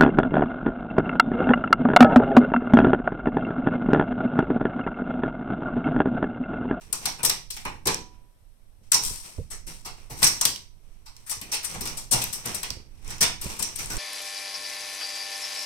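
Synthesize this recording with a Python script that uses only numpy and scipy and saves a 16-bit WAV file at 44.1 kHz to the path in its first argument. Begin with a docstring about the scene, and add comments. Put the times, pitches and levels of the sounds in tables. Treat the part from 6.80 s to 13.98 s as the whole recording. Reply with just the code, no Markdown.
"""In a hard, echoing room, a small dog noses and sniffs at a ferret's wire cage, close to a handheld camera.
Each nudge sets the bars chattering for a few milliseconds, and the room carries it on. Wires tick together
and bars spring back ringing. In between, muzzle and paws rub along bars and bedding, and soft thumps land
on the cage base. Hiss and handling rumble lie underneath; each microphone port adds its own treble peak."""
import sys
import numpy as np
from scipy import signal
from scipy.fft import rfft, irfft, next_fast_len
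from scipy.io import wavfile
from scipy.ndimage import uniform_filter1d

SR = 44100
rng = np.random.default_rng(int(sys.argv[2]) if len(sys.argv) > 2 else 0)


def wrap_up_sound(samples):
    """Save the sound to the file named by the first command line argument, as 16-bit audio."""
    columns = np.atleast_2d(samples).T
    # keep every value between -1 and 1, then stretch to whole-number steps
    tamed = np.clip(columns, -1, 1)
    steps = np.round(tamed * 32767).astype(np.int16)
    wavfile.write(sys.argv[1], SR, steps)


N = 316638
EVENT_SAMPLES = 30000
HZ = np.fft.rfftfreq(512, 1 / SR)
PORT_GAP_S, PORT_LAG_S = 0.00043, 0.00024  # travel time between the ports; the right one's lag from the cage
FRAME_LIFT_DB, BAR_LIFT_DB = 5.5, 4.5  # the two resonances of a struck spot
BAND_LIMIT_HZ = 15900

# EQ curves. Each row: frequency in Hz, gain in dB.
HISS_EQ = [(30, -30), (100, -58), (250, -58), (600, -58), (1500, -68), (4000, -71.5), (5700, -76),
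           (9000, -68.5), (12000, -64), (15000, -77.5)]  # room tone
RUMBLE_EQ = [(8, 0), (25, 5.5), (45, -10.5), (90, -7.5), (160, -18), (400, -32.5), (2000, -100)]  # hands on the camera
ROOM_EQ = [(30, -20), (80, -0.5), (140, 6), (250, -9), (340, -2.5), (600, -6), (950, 1.5), (1600, -6),
           (2400, -1), (3400, -3.5), (9000, 3), (15000, -5.5)]  # the hard room's reverb
PUFF_EQ = [(30, 6.5), (80, 18), (160, 27), (320, 5.5), (480, 17), (750, -15), (2000, -19), (15000, -60)]  # dull bloom after a thump
CRACK_EQ = [(100, -24.5), (1000, -12), (2500, -9.5), (5000, -0.5), (9000, 4), (15000, -0.5)]  # bright metal contact
CLACK_EQ = [(60, -14.5), (300, -13), (1000, -9.5), (3500, -15.5), (7000, -18.5), (15000, -34.5)]  # body of the frame
LEFT_PORT_EQ = [(30, -7.5), (300, 0.5), (3500, 2), (4500, 3), (6500, -2), (7300, 3.5), (8000, 6.5),
                (9200, 5.5), (10500, -2), (12600, 2), (13600, -1), (14400, -1.5), (15600, -6.5)]
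RIGHT_PORT_EQ = [(30, 6), (300, 1), (3700, 3.5), (4800, 4), (5400, 10), (6000, 10.5), (6500, 1),
                 (7700, -10.5), (10000, -14), (13500, -10.5), (15500, -6)]
# Reverb tail. Each row: frequency in Hz, time to fall 60 dB in seconds.
ROOM_DECAY = [(150, 0.47), (1000, 0.31), (3000, 0.33), (6000, 0.35), (9000, 0.25), (15000, .27)]
# Fader ride of the handling rumble. Each row: time in seconds, level in dB before each port's trim.
HANDLING_RIDE = [(0.0, -54), (1.12, -45), (1.56, -59.5), (2.2, -53), (2.26, -35.5), (2.52, -64.5),
                 (2.6, -41), (2.66, -46), (3.3, -52), (3.46, -39.5), (3.52, -50), (4.78, -56), (5.0, -45),
                 (5.94, -51.5), (6.1, -49), (6.28, -41), (6.86, -50.5), (7.18, -36.5)]
# Modes of the cage base. Each row: pitch in Hz before detuning, relative level in dB,
# time to fall 60 dB in seconds before a thump scales it.
BASE_MODES = [(65, -7, .22), (95.3, 1.5, 0.14), (153.5, -7.5, 0.19), (265, 1.5, 0.028), (441, -6, 0.061),
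              (505, -15.5, 0.15), (920, -20, .04)]
# Bending modes of the bars. Each row: pitch in Hz, relative level in dB, time to fall 60 dB in seconds.
BAR_MODES = [(318, -27, .55), (400, -29, .5), (457, -21, .29), (755, -31, .56), (836, -31, .38),
             (982, -28, .76), (2320, -26, .25), (4490, -22, .28), (5377, -17.5, .27), (5450, -18, .3),
             (5839, -20, .3), (6011, -18.5, .22), (6164, -19, .22), (6282, -19, .26), (8420, -19, .3),
             (8875, -19.5, .3), (9222, -19.5, .28)]
# Soft thumps on the cage base and floor. Each row: start in seconds, gain in dB, factor on the ring time.
BASE_THUMPS = [(2.013, -53, 1), (2.305, -36.5, 0.82), (2.583, -24.5, 0.83), (4.565, -43, 0.95),
               (5.908, -30, 0.39), (5.97, -28, 0.18), (6.658, -26.5, 0.36)]
# Muzzle and paws rubbing. Each row: start in seconds, length in seconds, level in dB,
# brightness in dB (plus on wire, minus on bedding).
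RUB_STROKES = [(0, 0.024, -39.5, -5.5), (.04, .09, -49.5, -17), (0.179, 0.11, -32, -7.5),
               (.698, 0.083, -44, 1.5), (1.28, 0.096, -55, -14.5), (2.02, 0.038, -53.5, -4),
               (2.182, 0.12, -33.5, 6), (2.28, 0.11, -41.5, -2), (2.41, 0.088, -37.5, -3.5),
               (2.864, 0.075, -41, -1.5), (3.132, 0.1, -44.5, -8), (3.28, 0.34, -35.5, -1.5),
               (3.847, 0.49, -61, -8), (4.289, 0.18, -52.5, -4), (4.641, .1, -39.5, -8.5),
               (4.848, 0.11, -31.5, -6.5), (4.99, .2, -36, -8.5), (5.353, 0.047, -23.5, -4.5),
               (5.518, 0.073, -35, -5.5), (5.626, 0.077, -23, -8), (5.76, 0.27, -49, -17.5),
               (6.0, 0.5, -52.5, -8), (6.205, 0.16, -35, -8), (6.57, .21, -31.5, -4.5),
               (6.789, .157, -36.5, -6), (6.948, .12, -33, -2.5), (7.057, 0.12, -28.5, -6.5)]
# Bars ringing freely. Each row: start in seconds, gain of the low modes in dB, gain of the high modes in dB.
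BAR_TWANGS = [(0.257, -34.5, -25), (0.447, -28.5, -18), (1.069, -13.5, -21.5), (2.142, -29, -21),
              (3.442, -25.5, -12), (3.654, -28.5, -25.5), (4.716, -28, -22.5), (5.321, -29, -19),
              (6.409, -18, -14.5)]
# Wire touching wire. Each row: start in seconds, level in dB, pan in dB (plus is left), resonance in Hz.
WIRE_TICKS = [(0.26, -24.5, 1, 3700), (.499, -16, -2.5, 3700), (0.772, -36, 1, 3000),
              (1.144, -27.5, 3, 6000), (2.145, -23, -1, 6000), (3.466, -21.5, -8, 5604),
              (3.759, -29.5, -9, 3200), (4.365, -44, -5, 4500), (5.439, -21.5, 3, 12600),
              (5.903, -25, -13, 4500), (6.277, -40, 12, 6100), (6.381, -42, 12, 5700),
              (7.058, -37, 6, 9370), (7.167, -34, 10, 6500)]
# Where the dog works along the cage. Each row: time in seconds, pan in dB (plus is left).
MUZZLE_PAN = [(0, 10.5), (2.1, 3.5), (3.45, 3.5), (4.5, 18), (5.3, 6), (5.7, 9), (6.4, 7), (7.18, 29)]
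# Nudges that rattle the cage. Each row: start in seconds, attack in seconds, strength in dB, mids and bass
# each in dB above that strength, resonance of the frame in Hz, resonance of the struck bar in Hz.
NUDGES = [(0.126, 0.0036, -27.5, -2.5, 0.5, 980, 9700), (0.254, 0.0036, -26.5, 3, 5, 1000, 3780),
          (0.388, 0.0043, -50.5, 19, 22, 1280, 9700), (.43, 0.0048, -26.5, 4, 12.5, 1100, 10000),
          (.446, 0.0073, -19.5, -9.5, -2, 2380, 12800), (.496, 0.0013, -27, 4, -7.5, 1450, 3700),
          (0.702, 0.005, -31.5, -11, -11.5, 2500, 3900), (0.765, 0.0021, -40, 6, 6, 1800, 3300),
          (0.85, 0.0029, -38.5, 17, 20, 1100, 2264), (1.054, 0.0042, -33, 8, 22.5, 1060, 6600),
          (1.068, 0.0055, -22.5, 9, 6.5, 526, 4000), (2.117, 0.0036, -21, 0.5, -12, 1390, 7300),
          (2.13, .0035, -25, 0, -7.5, 1600, 5900), (2.141, 0.0048, -21, -1, -3.5, 890, 5500),
          (2.7, 0.014, -33.5, 2, 2.5, 1680, 8700), (2.864, 0.011, -36.5, 0, 11.5, 2240, 10100),
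          (3.046, 0.013, -33.5, 6.5, 8, 1000, 4700), (3.296, 0.011, -36.5, 6, 19, 836, 12600),
          (3.388, 0.0045, -40.5, -8, 13.5, 1780, 11400), (3.417, 0.0049, -31, 14, 15.5, 1098, 13000),
          (3.428, 0.0031, -18.5, 2.5, -3.5, 1700, 3800), (3.438, 0.0064, -19, -5, -3.5, 950, 8400),
          (3.464, 0.0084, -20.5, -32, -3.5, 650, 5600), (3.61, 0.0037, -23.5, 1, -4, 1110, 6950),
          (3.651, 0.0033, -18.5, -3.5, -1.5, 1830, 3500), (4.256, 0.007, -45.5, 4.5, -19, 1000, 4700),
          (4.458, 0.015, -38.5, 1, -22, 1680, 9900), (4.493, 0.0073, -29.5, -8.5, -8, 1830, 12900),
          (4.507, .009, -29.5, 1.5, -10, 890, 8700), (4.613, 0.0026, -38.5, 4, 11.5, 2500, 13000),
          (4.715, 0.0095, -27, 5.5, -13, 408, 4400), (4.73, 0.011, -26, 0, -10, 2300, 3980),
          (4.828, 0.007, -36, 4.5, 0, 1480, 13000), (4.841, 0.0074, -29, -20, -12, 2280, 9200),
          (4.938, 0.0065, -40, 11.5, 23.5, 930, 7500), (5.007, 0.0047, -31, -0.5, 13.5, 910, 13300),
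          (5.053, 0.0041, -32.5, 4.5, 5, 1180, 3980), (5.071, 0.0034, -34, -3, 3, 2420, 5800),
          (5.168, 0.0089, -31.5, -2.5, -10, 640, 9500), (5.309, 0.012, -20, 1, 3, 580, 9200),
          (5.321, 0.01, -21, 4, 6, 766, 9450), (5.414, 0.0051, -27, -4, -10, 2520, 3600),
          (5.526, 0.0074, -28.5, -6.5, -16, 1500, 11600), (5.655, 0.0044, -32.5, -15, -2, 960, 12700),
          (5.742, 0.0064, -29, -2, -2.5, 450, 10000), (5.829, 0.0033, -31.5, 5, 2, 1900, 4100),
          (6.302, .004, -36.5, 5, -26, 1560, 5200), (6.406, .007, -20.5, 4.5, 7, 1670, 5450),
          (6.421, 0.009, -20.5, 5.5, 4.5, 2300, 4530), (6.612, 0.0056, -33, 0.5, -6, 580, 12500),
          (6.637, 0.0043, -41.5, -4, 23.5, 613, 8040), (6.789, 0.0069, -30.5, 2, 12.5, 1250, 8600),
          (6.823, 0.0037, -27, -5.5, -17, 2510, 6300), (6.956, 0.0039, -34.5, -8, -4, 2000, 9600),
          (6.985, 0.0055, -32.5, 2, 8.5, 2220, 5900), (7.099, 0.0044, -34.5, 4.5, 21, 1440, 5630)]


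def amp(db):
    """Decibels to gain."""
    return 10 ** (np.asarray(db) / 20)


def pan(side_db):
    """Stereo gains that put the left side_db above the right."""
    return amp([[side_db / 2], [-side_db / 2]])


def curve(points, hz=HZ):
    """Joins rows of frequency and value on a log-frequency axis."""
    freqs, values = np.transpose(points)
    return np.interp(np.log(hz + 1), np.log(freqs + 1), values)


def equalise(x, points):
    """Runs x through an EQ curve."""
    size = next_fast_len(x.shape[-1] + 1024)
    gain = amp(curve(points, np.fft.rfftfreq(size, 1 / SR)))
    return irfft(rfft(x, size) * gain, size)[..., :x.shape[-1]]


def add(mix, start, sound):
    """Drops a stereo sound into the mix at start seconds."""
    part = mix[:, max(round(start * SR), 0):][:, :sound.shape[1]]
    part += sound[:, :part.shape[1]]


def three_bands(treble_db, mid_db, bass_db):
    """Tone of one contact in dB: the bars give the treble, the frame the mids, the base the bass."""
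    return curve([(330, bass_db), (900, mid_db), (2400, mid_db), (5200, treble_db)])


def resonance(centre_hz, lift_db, octaves=0.37):
    """A broad bell boost in dB."""
    return lift_db * np.exp(-.5 * (np.log2((HZ + 1) / centre_hz) / octaves) ** 2)


def grit(depth_db, grain_samples):
    """A gain of unit power that flickers as tiny contacts come and go."""
    flicker = uniform_filter1d(rng.standard_normal(EVENT_SAMPLES), grain_samples) * np.sqrt(grain_samples)
    gain = amp(depth_db * flicker)
    return gain / np.sqrt(np.mean(gain ** 2))


def background():
    """The bed: steady room hiss, and handling rumble that the two ports partly share."""
    hiss = equalise(rng.standard_normal((2, N)), HISS_EQ)
    shared, left, right = equalise(rng.standard_normal((3, N)), RUMBLE_EQ)
    rumble = np.array([shared + .7 * left, shared + 1.1 * right]) / np.std(shared)
    ride_db = np.interp(np.arange(N) / SR, *np.transpose(HANDLING_RIDE))
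    port_trim = amp([[-3], [-2.5]])
    return hiss + rumble * amp(ride_db) * port_trim


def room_wash(tone_db, t60, ripple_db):
    """Noise from all round the room: nearly mono in the bass, wide in the treble."""
    t = np.arange(EVENT_SAMPLES // 128 + 2) * 128 / SR
    ripple = amp(ripple_db * uniform_filter1d(rng.standard_normal(len(HZ)), size=2) * np.sqrt(2))
    tone = amp(tone_db) * ripple / np.sqrt(np.mean(ripple ** 2))
    noise = rng.standard_normal((2, EVENT_SAMPLES + 512))
    left, unrelated = signal.stft(noise, nperseg=512, noverlap=384)[2][..., :len(t)]
    coherence = 0.86 * np.exp(-(2 * HZ[:, None] * PORT_GAP_S) ** 2)
    lag = np.exp(-2j * np.pi * HZ * PORT_LAG_S)[:, None]
    right = coherence * lag * left + np.sqrt(1 - coherence ** 2) * unrelated
    decay = np.exp(-np.log(1000) * t / t60[:, None])
    spectra = np.array([left, right]) * tone[:, None] * decay
    return signal.istft(spectra, nperseg=512, noverlap=384)[1][:, :EVENT_SAMPLES]


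def base_thump(gain_db, ring_factor, attack_s=0.0029, room_db=-4):
    """A padded blow rings the low modes of the cage base and leaves a dull puff in the room."""
    t = np.arange(EVENT_SAMPLES) / SR
    hz, mode_db, t60 = np.transpose(BASE_MODES)
    t60 = t60 * ring_factor
    detuned_hz = hz * rng.uniform(0.93, 0.94, len(hz))
    ring = sum(amp(db - 60 * t / life) * np.sin(2 * np.pi * pitch * t)
               for pitch, db, life in zip(detuned_hz, mode_db, t60))
    puff = room_wash(curve(PUFF_EQ) + room_db, np.interp(HZ, hz, t60), ripple_db=3)
    return amp(gain_db) * (ring + puff) * (1 - np.exp(-t / attack_s))


def rub(length, level_db, bright_db, linger_s=0.043, catches_per_s=35, catch_db=5):
    """Scratchy friction of muzzle or paw swells and fades, catching in tiny ticks and hanging in the room."""
    t = np.arange(EVENT_SAMPLES) / SR
    stroke = np.sin(np.pi * np.clip(t / length, 0, 1)) ** 2
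    hold = np.exp(-1 / (linger_s * SR))
    swell = np.sqrt(signal.lfilter([1 - hold], [1, -hold], stroke ** 2))
    treble_db = level_db + bright_db
    tone_db = three_bands(treble_db, level_db, level_db - bright_db) + curve(ROOM_EQ)
    friction = room_wash(tone_db, t60=np.full(len(HZ), np.inf), ripple_db=1)
    catches = (rng.random(len(t)) < catches_per_s / SR) * rng.random(len(t)) * stroke
    tick_envelope = signal.fftconvolve(catches, np.exp(-t / 0.0033))[:len(t)]
    ticks = equalise(tick_envelope * rng.standard_normal((2, len(t))), CRACK_EQ)
    scratch = swell * friction * grit(depth_db=1.5, grain_samples=200)
    side_db = 3 + 0.44 * bright_db  # brighter strokes sit further left
    return (scratch + amp(treble_db + catch_db) * ticks) * pan(side_db)


def bar_twang(low_db, high_db, attack_s=0.002):
    """A bar springs back and its bending modes ring out, reaching each port in a different phase."""
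    t = np.arange(EVENT_SAMPLES) / SR
    hz, mode_db, t60 = np.transpose(BAR_MODES)
    tilt_db = curve([(1000, low_db), (4500, high_db)], hz)
    strength = amp(mode_db + tilt_db) * rng.uniform(1.0, 1.51, len(hz))
    phase = np.exp(2j * np.pi * rng.random((2, len(hz))))
    rings = np.exp(np.outer(2j * np.pi * hz - np.log(1000) / t60, t))
    return ((strength * phase) @ rings).real * (1 - np.exp(-t / attack_s))


def cage_hit(attack_s, crack_db, side_db, body_db, spot_db, clack_db=-4):
    """Chattering metal cracks, the frame clacks and the room answers, all coloured by the struck spot."""
    t = np.arange(EVENT_SAMPLES) / SR
    chatter = (t / attack_s * np.exp(1 - t / attack_s)) ** 1.8
    contacts = rng.standard_normal((2, len(t))) * grit(depth_db=2, grain_samples=18)
    crack = equalise(contacts * chatter, np.c_[HZ, curve(CRACK_EQ) + spot_db])
    sides = pan(side_db)
    crack *= amp(crack_db) * sides / np.sqrt(np.mean(sides ** 2))
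    tone_db = body_db + spot_db
    clack = equalise(rng.standard_normal(len(t)) * chatter, np.c_[HZ, tone_db + clack_db + curve(CLACK_EQ)])
    clack = np.array([clack, np.interp(t - PORT_LAG_S, t, clack)])  # reaches the left port first
    reverb = room_wash(tone_db + curve(ROOM_EQ), curve(ROOM_DECAY), ripple_db=3)
    build_up = np.cumsum(chatter ** 2) / np.sum(chatter ** 2)  # the room fills as the chatter feeds it
    return crack + clack + build_up * reverb * grit(depth_db=0.1, grain_samples=110)


def wire_tick(level_db, side_db, wire_hz):
    """One dry touch of wire on wire, too light to stir the frame or the room much."""
    body_db = three_bands(level_db - 15, level_db - 15.5, level_db - 15.5)
    spot_db = resonance(2340, FRAME_LIFT_DB) + resonance(wire_hz, lift_db=9, octaves=0.26)
    return cage_hit(attack_s=0.0017, crack_db=level_db, side_db=side_db, body_db=body_db, spot_db=spot_db)


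def nudge(start, attack_s, strength_db, mid_db, bass_db, frame_hz, bar_hz):
    """The muzzle knocks the bars: the harder and more sudden, the more the crack cuts through the room."""
    force_db = strength_db + 30  # against a typical nudge of -30 dB
    slowness = np.log2(attack_s / .005)  # doublings of a typical attack
    crack_db = strength_db + 1.5 + 0.32 * force_db - 5 * slowness
    side_db = np.interp(start, *np.transpose(MUZZLE_PAN))
    body_db = three_bands(strength_db, strength_db + mid_db, strength_db + bass_db)
    focus_db = -0.0351 * force_db  # a light touch stirs its own spot, a hard one shakes the cage more evenly
    frame_db = resonance(frame_hz, FRAME_LIFT_DB + focus_db)
    bar_db = resonance(bar_hz, BAR_LIFT_DB + focus_db, octaves=0.26)
    return cage_hit(attack_s, crack_db, side_db, body_db, frame_db + bar_db)


def scene():
    """Every contact with the cage, layered over the bed."""
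    mix = background()
    for start, *blow in NUDGES:
        add(mix, start, nudge(start, *blow))
    for source, cues in ((wire_tick, WIRE_TICKS), (bar_twang, BAR_TWANGS),
                         (rub, RUB_STROKES), (base_thump, BASE_THUMPS)):
        for start, *settings in cues:
            add(mix, start, source(*settings))
    return mix


def record(dry):
    """The microphone chain: each port's resonances, overload at full scale, then a steep low-pass."""
    heard = np.clip([equalise(dry[0], LEFT_PORT_EQ), equalise(dry[1], RIGHT_PORT_EQ)], -1, 1)
    low_pass = signal.firwin(301, BAND_LIMIT_HZ, window=("kaiser", 8), fs=SR)
    return signal.oaconvolve(heard, low_pass[None], "same")


dry = scene()
out = record(dry)
wrap_up_sound(out)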